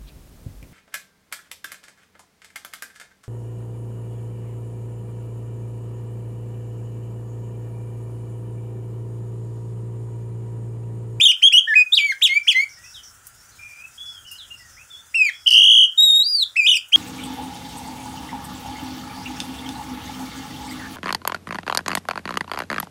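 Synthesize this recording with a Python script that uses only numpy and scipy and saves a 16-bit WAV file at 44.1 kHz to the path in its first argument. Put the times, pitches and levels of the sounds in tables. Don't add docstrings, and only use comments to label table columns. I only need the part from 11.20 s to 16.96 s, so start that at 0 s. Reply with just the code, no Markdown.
import sys
import numpy as np
from scipy import signal
from scipy.io import wavfile
from scipy.ndimage import uniform_filter1d

SR = 44100
rng = np.random.default_rng(int(sys.argv[2]) if len(sys.argv) > 2 else 0)


def int16_out(signal):
    q = np.round(np.clip(np.atleast_2d(signal).T, -1, 1) * 32767)
    wavfile.write(sys.argv[1], SR, q.astype(np.int16))


N = 254016


def songbird(leap_hz_per_s=153000, glide_hz_per_s=110000):
    # (seconds, Hz).
    syllables = [ (-8, -1.5, -21.5, -18.5, [(-.01, 2574), (0.004, 2437), (0.013, 3190), (0.02, 3600),
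                 (0.031, 3520), (0.047, 3745), (0.058, 3090), (0.068, 3190), (0.077, 3605), (0.084, 2830),
                 (0.102, 2920), (0.108, 3190), (0.125, 2120)]), (-8, -2, -19, -25, [(0.217, 1810),
                 (0.228, 2840), (0.234, 3160), (0.25, 3182), (0.275, 3390), (0.283, 3226), (0.291, 2460)]),
                 (-7.5, -1, -19, -24, [(0.317, 1980), (0.327, 2627), (0.341, 2950), (0.352, 2930),
                 (0.363, 2845), (0.386, 3347), (0.394, 3010), (0.401, 2630)]),
                 (-8, 5.5, -42, -37, [(0.47, 1615), (0.485, 1866), (0.517, 1738), (0.537, 1710),
                 (0.542, 2090), (0.55, 2040)]), (-6, 1, -29, -29.5, [(0.548, 2010), (0.556, 2454),
                 (0.565, 2525), (0.617, 2466), (0.628, 2530)]), (-7.5, -3.5, -27, -27, [(0.72, 3294),
                 (0.73, 3590), (0.749, 3920), (0.762, 5450), (0.769, 3820), (0.777, 3270), (0.792, 2440),
                 (0.81, 2273), (0.857, 2310), (0.917, 2100), (0.925, 1613), (0.937, 1585)]),
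                 (-7.5, -5, -18.5, -15.5, [(1.01, 1510), (1.025, 3280), (1.031, 3680), (1.039, 3880),
                 (1.05, 3460), (1.075, 2500), (1.083, 1840)]), (-12, 9.5, -26.5, -35, [(1.086, 1890),
                 (1.091, 2123), (1.12, 2130), (1.147, 2240), (1.174, 2335), (1.19, 2385)]),
                 (-7, -8, -28.5, -12.5, [(1.266, 1605), (1.282, 3076), (1.289, 3438), (1.3, 3010),
                 (1.338, 1845)]), (-3, -4, -35, -31.5, [(1.343, 1965), (1.361, 2042), (1.383, 2078),
                 (1.424, 2268), (1.448, 2280)]), (-10.5, 2, -27, -27, [(3.938, 1716), (3.946, 2574),
                 (3.954, 2771), (4.003, 2565), (4.058, 2390), (4.088, 2170), (4.104, 1590)]),
                 (-7.5, -3.5, -22, -25.5, [(4.774, 3730), (4.783, 3712), (4.833, 3836), (4.918, 3693),
                 (5.019, 3818), (5.036, 4110)]), (-18, 6.5, -33.5, -24, [(5.022, 3810), (5.047, 4560),
                 (5.092, 4887), (5.128, 4830), (5.181, 4500), (5.206, 4140), (5.227, 3804), (5.242, 3236)]),
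                 (-9, -1, -29, -26.5, [(5.355, 1824), (5.371, 2690), (5.397, 2520), (5.413, 2416),
                 (5.435, 2352), (5.46, 2487), (5.472, 2720)]), (-8.5, -6, -21.5, -12.5, [(5.456, 2500),
                 (5.466, 2900), (5.479, 3730), (5.489, 2974), (5.498, 2967), (5.509, 3733), (5.516, 2985),
                 (5.527, 2834), (5.534, 3220), (5.543, 2490), (5.559, 2927), (5.574, 2377), (5.582, 2380)]),
                 (-12, 3, -18.5, -27, [(5.718, 2050), (5.731, 2930), (5.741, 3244), (5.78, 3291)]), ]
    # pitch in Hz, gain in dB.
    carry = [(1600, -11.5), (1750, -8.5), (1950, -14), (2080, -5), (2180, -7.5), (2250, -16.5), (2295, -8),
             (2335, -7), (2385, -11), (2490, 1), (2750, -6.5), (2950, 3), (3250, 4), (3550, 2), (3750, 0),
             (3900, -2.5), (4450, -4), (4650, -0.5), (4900, -4), (5400, -39)]
    out = np.zeros(N)
    for effort_db, drift_db, *overtone_ends_db, path in syllables:
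        t, (hz,) = curves(path)
        speed_hz_per_s = uniform_filter1d(abs(np.gradient(hz)), size=200) * SR
        leap_db = -13 * np.tanh((speed_hz_per_s / leap_hz_per_s) ** 2)
        glide_db = -5 * np.tanh(speed_hz_per_s / glide_hz_per_s)
        shape_db = read(carry, hz) + leap_db + swell(t, attack_s=.014, release_s=.013)
        level_db = effort_db + drift_db * np.linspace(0, 1, len(t)) + shape_db
        bloom_db = swell(t, attack_s=.019, release_s=.012)
        overtones_db = np.linspace(*overtone_ends_db, len(t)) + bloom_db + glide_db - shape_db
        tone, _ = whistle(hz, level_db, overtones_db)
        add(out, max(t[0], 0), faded(tone[t >= 0]))
    return out


def trill(first_flick_s=4.2745, break_s=4.304):
    # time in seconds, lowest pitch in Hz, upward flick in Hz, effort in dB.
    path = [(4.26, 2900, 350, -1.5), (4.31, 2894, 249, -5), (4.351, 2839, 345, -1.5),
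            (4.439, 2874, 428, -4), (4.531, 2972, 385, -4), (4.67, 2943, 292, -4.5)]
    t, (low_hz, flick_hz, effort_db) = curves(path)
    flicks_per_s = np.interp(t, [4.26, 4.34, 4.435, 4.51, 4.67], [62, 60, 45, 57.5, 57])
    flicks = np.cumsum(flicks_per_s) / SR
    cycle = np.pi * (flicks - np.interp(first_flick_s, t, flicks))
    flick = np.cos(cycle + .45 * np.sin(cycle) ** 2) ** 2
    throb = 1 - .62 * np.cos(2 * cycle - .3) ** 2
    hoarse = np.exp(-abs(t - break_s) / np.where(t < break_s, .023, .039))
    crack = hoarse * flick ** 3
    dropout_db = uniform_filter1d(-34 * hoarse ** 3 * (t < break_s), size=200)
    level_db = effort_db + swell(t, attack_s=.015, release_s=.029) + dropout_db
    tone, phase = whistle(low_hz + flick_hz * flick ** 1.5, level_db - 12 * crack, overtones_db=-26.5)
    rasp_band = signal.butter(3, [2200, 12000], "band", fs=SR, output="sos")
    rasp = signal.sosfilt(rasp_band, rng.standard_normal(len(t)))
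    broken = .4 * wander(len(t), size=40) * np.sin(1.6 * phase) + .18 * rasp
    out = np.zeros(N)
    add(out, path[0][0], faded(throb * tone + crack * gain_of(level_db) * broken))
    return out


def whistle(hz, level_db, overtones_db, shake_hz=7, flutter_db=.3):
    # harmonic number, level in dB.
    overtones = [(2, 3.5), (3, -2), (4, -12.5), (5, -17.5), (6, -16), (7, -12)]
    # frequency in Hz, gain in dB.
    beak = [(3000, -1.5), (4500, -1.5), (6000, -1.5), (7500, 0), (9500, -1), (11300, 1), (13500, -14.5),
            (14500, -2), (15300, -1)]
    phase = 2 * np.pi * np.cumsum(hz + shake_hz * wander(len(hz), size=60)) / SR
    upper = sum(gain_of(db + read(beak, k * hz)) * np.sin(k * phase) * (k * hz < SR / 2)
                for k, db in overtones)
    waver = 1 + .3 * wander(len(hz), size=300)
    tone = np.sqrt(2) * (np.sin(phase) + gain_of(overtones_db) * waver * upper)
    return tone * gain_of(level_db + flutter_db * wander(len(hz), size=90)), phase


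def answering_bird():
    # (seconds, Hz).
    notes = [ (-51.5, -3, [(1.565, 1876), (1.632, 1950), (1.68, 2020)]), (-50.5, -4, [(1.63, 2390),
             (1.667, 2660), (1.72, 2630)]), (-38, -11, [(1.74, 3990), (1.772, 3214), (1.82, 2880)]),
             (-43.5, 1, [(2.385, 2370), (2.412, 2405), (2.522, 2390), (2.586, 2383), (2.654, 2625),
             (2.68, 2620)]), (-38, -9.5, [(2.775, 3150), (2.791, 3373), (2.853, 3422), (2.919, 3400),
             (3.01, 3080)]), (-47.5, 2, [(3.045, 2740), (3.066, 3006), (3.115, 2900)]),
             (-36.5, -20, [(3.108, 2780), (3.145, 2860), (3.195, 3300)]), (-36.5, -13, [(3.18, 4300),
             (3.203, 3620), (3.265, 2800)]), (-38.5, -8, [(3.3, 2640), (3.312, 2855), (3.375, 2723)]),
             (-49.5, -7, [(3.39, 2000), (3.44, 1916), (3.5, 1830)]), (-50.5, 0, [(3.56, 1656),
             (3.588, 2410), (3.62, 2660), (3.65, 2640)]), (-41.5, -5.5, [(3.7, 3500), (3.712, 3536),
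             (3.752, 3362), (3.79, 3530), (3.83, 3550)]), (-42.5, -7.5, [(4.03, 2980), (4.1, 3180),
             (4.15, 3385), (4.25, 3304)]), ]
    out = np.zeros(N)
    for level_db, drift_db, path in notes:
        t, (hz,) = curves(path)
        shape_db = swell(t, attack_s=.011, release_s=.035) + drift_db * np.linspace(0, 1, len(t))
        tone, _ = whistle(hz, level_db + shape_db, overtones_db=-40, shake_hz=25, flutter_db=1.6)
        add(out, t[0], faded(tone))
    return out


def twitter(fall_hz=406, husk_hz=260, decay_db=5.4):
    # start in seconds, length in seconds, starting pitch in Hz, starting level in dB.
    chirps = [(1.229, 0.2, 5470, -43.5), (1.49, 0.098, 5710, -42.5), (1.639, 0.15, 5660, -44),
              (1.832, 0.074, 5760, -42), (2.316, 0.062, 4370, -54.5), (2.856, 0.11, 5440, -46.5),
              (3.071, .12, 5400, -46.5), (3.37, 0.069, 5440, -48.5), (3.539, .1, 5870, -56),
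              (4.13, .22, 5490, -48.5)]
    out = np.zeros(N)
    for start_s, length_s, start_hz, db in chirps:
        progress = np.arange(0, 1, 1 / (length_s * SR))
        hz = start_hz - fall_hz * progress + husk_hz * wander(len(progress), size=25)
        tone = np.sin(2 * np.pi * np.cumsum(hz) / SR)
        add(out, start_s, faded(gain_of(db - decay_db * progress) * tone))
    return out


def cage_ticks():
    # start in seconds, starting gain in dB, T60 in seconds.
    ticks = [(2.0687, -30, 0.044), (3.1138, -35.5, 0.13), (5.686, -38, 0.044)]
    out, t = np.zeros(N), np.arange(6000) / SR
    highpass = signal.butter(4, 6500, "high", fs=SR, output="sos")
    for start_s, db, t60_s in ticks:
        snap = signal.sosfilt(highpass, rng.standard_normal(len(t)))
        add(out, start_s, snap * gain_of(db - 60 * t / t60_s))
    return out


def outdoor_noise(rms_db=-50):
    # frequency in Hz, relative spectral density in dB.
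    spectrum = [(12, -49.5), (40, -25), (80, 4), (130, -10.5), (400, -20), (1200, -14), (1380, -3.5),
                (1900, -14), (2200, -17.5), (3500, -17.5), (4050, -26), (4700, -19.5), (6600, -10.5),
                (10400, -16.5), (11000, -24), (15600, -19)]
    frames, hz = N // 256 + 5, np.fft.rfftfreq(1024, 1 / SR)
    real, imag, patches = rng.standard_normal((frames, 513, 3)).T
    patches = uniform_filter1d(patches, size=8, axis=0)
    patches = unit_rms(uniform_filter1d(patches, size=16, axis=1))
    depth_db = 1.3 + 5 * np.exp(-((hz[:, None] - 5200) / 1100) ** 2)
    flicker_db = 1.7 * np.outer(np.clip(hz / 9000, 0, 1), wander(frames, size=3))
    lumps_db = 2.5 * np.outer(1 / (1 + (hz / 150) ** 2), wander(frames, size=8))
    level_db = read(spectrum, hz)[:, None] + depth_db * patches + flicker_db + lumps_db
    _, noise = signal.istft((real + 1j * imag) * gain_of(level_db), nperseg=1024, noverlap=768)
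    return gain_of(rms_db) * unit_rms(noise[:N])


def shed_echoes(x):
    # delay in seconds, gain in dB.
    echoes = [(.0021, -15.5), (.0047, -13.5), (.0083, -14), (0.0133, -24), (.022, -27)]
    out = np.zeros(N)
    for delay_s, db in echoes:
        add(out, delay_s, gain_of(db) * x)
    return out


def shed_reverb(x, delay_samples):
    # frequency in Hz, T60 in seconds.
    decay = [(1500, .22), (2500, .21), (3200, .26), (4500, .17), (12000, .15)]
    taps = np.zeros(SR)
    slots = np.arange(delay_samples, SR - 20, 20)
    taps[slots + rng.integers(0, 20, len(slots))] = rng.choice([-1., 1.], len(slots))
    hz, t, bands = signal.stft(taps, SR, nperseg=256)
    _, tail = signal.istft(bands * gain_of(-60 * t / read(decay, hz)[:, None]), SR, nperseg=256)
    return signal.fftconvolve(x, tail / np.linalg.norm(tail))[:N]


def curves(rows):
    times_s, *columns = np.transpose(rows)
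    t = np.arange(times_s[0], times_s[-1], 1 / SR)
    return t, [uniform_filter1d(np.interp(t, times_s, c), size=130, mode="nearest") for c in columns]


def swell(t, attack_s, release_s, ends_db=-23):
    onset = np.clip(1 - (t - t[0]) / attack_s, 0, 1) ** 2.2
    ending = np.clip(1 - (t[-1] - t) / release_s, 0, 1) ** 2.5
    return ends_db * (onset + ending)


def faded(x):
    ramp = np.minimum(np.arange(len(x)) / (.002 * SR), 1)
    return x * np.minimum(ramp, ramp[::-1])


def wander(length, size):
    return unit_rms(uniform_filter1d(uniform_filter1d(rng.standard_normal(length), size), size))


def read(points, hz):
    points_hz, values = np.transpose(points)
    return np.interp(np.log(hz + 1), np.log(points_hz + 1), values)


def add(mix, start_s, sound):
    part = mix[round(start_s * SR):][:len(sound)]
    part += sound[:len(part)]


def gain_of(db):
    return 10 ** (np.asarray(db) / 20)


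def unit_rms(x):
    return x / np.sqrt(np.mean(x ** 2) + 1e-20)


def scene():
    near = songbird() + trill() + cage_ticks()
    far = answering_bird() + twitter()
    near_tail = gain_of(-14) * shed_reverb(near, delay_samples=500)
    far_tail = gain_of(-5) * shed_reverb(far, delay_samples=200)
    return (near + shed_echoes(near) + near_tail + far + far_tail + outdoor_noise())[None]


def record(dry, threshold_db=-44, recovery_db_per_s=130, bass_hz=200, cutoff_hz=15700):
    loud_db = 10 * np.log10(abs(uniform_filter1d(dry[0] ** 2, size=2000)) + 1e-12)
    recovery_db = np.arange(N) * recovery_db_per_s / SR
    held_db = np.maximum.accumulate(loud_db + recovery_db) - recovery_db
    over_db = uniform_filter1d(np.maximum(held_db - threshold_db, 0), size=6000)
    bass = signal.sosfiltfilt(signal.butter(2, bass_hz, fs=SR, output="sos"), dry)
    ducked = (dry - bass) * gain_of(-.09 * over_db) + bass * gain_of(-.38 * over_db)
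    lowpass = signal.firwin(2047, cutoff_hz, window=("kaiser", 11), fs=SR)
    return signal.oaconvolve(ducked, lowpass[None], "same")


dry = scene()
out = record(dry)
int16_out(out)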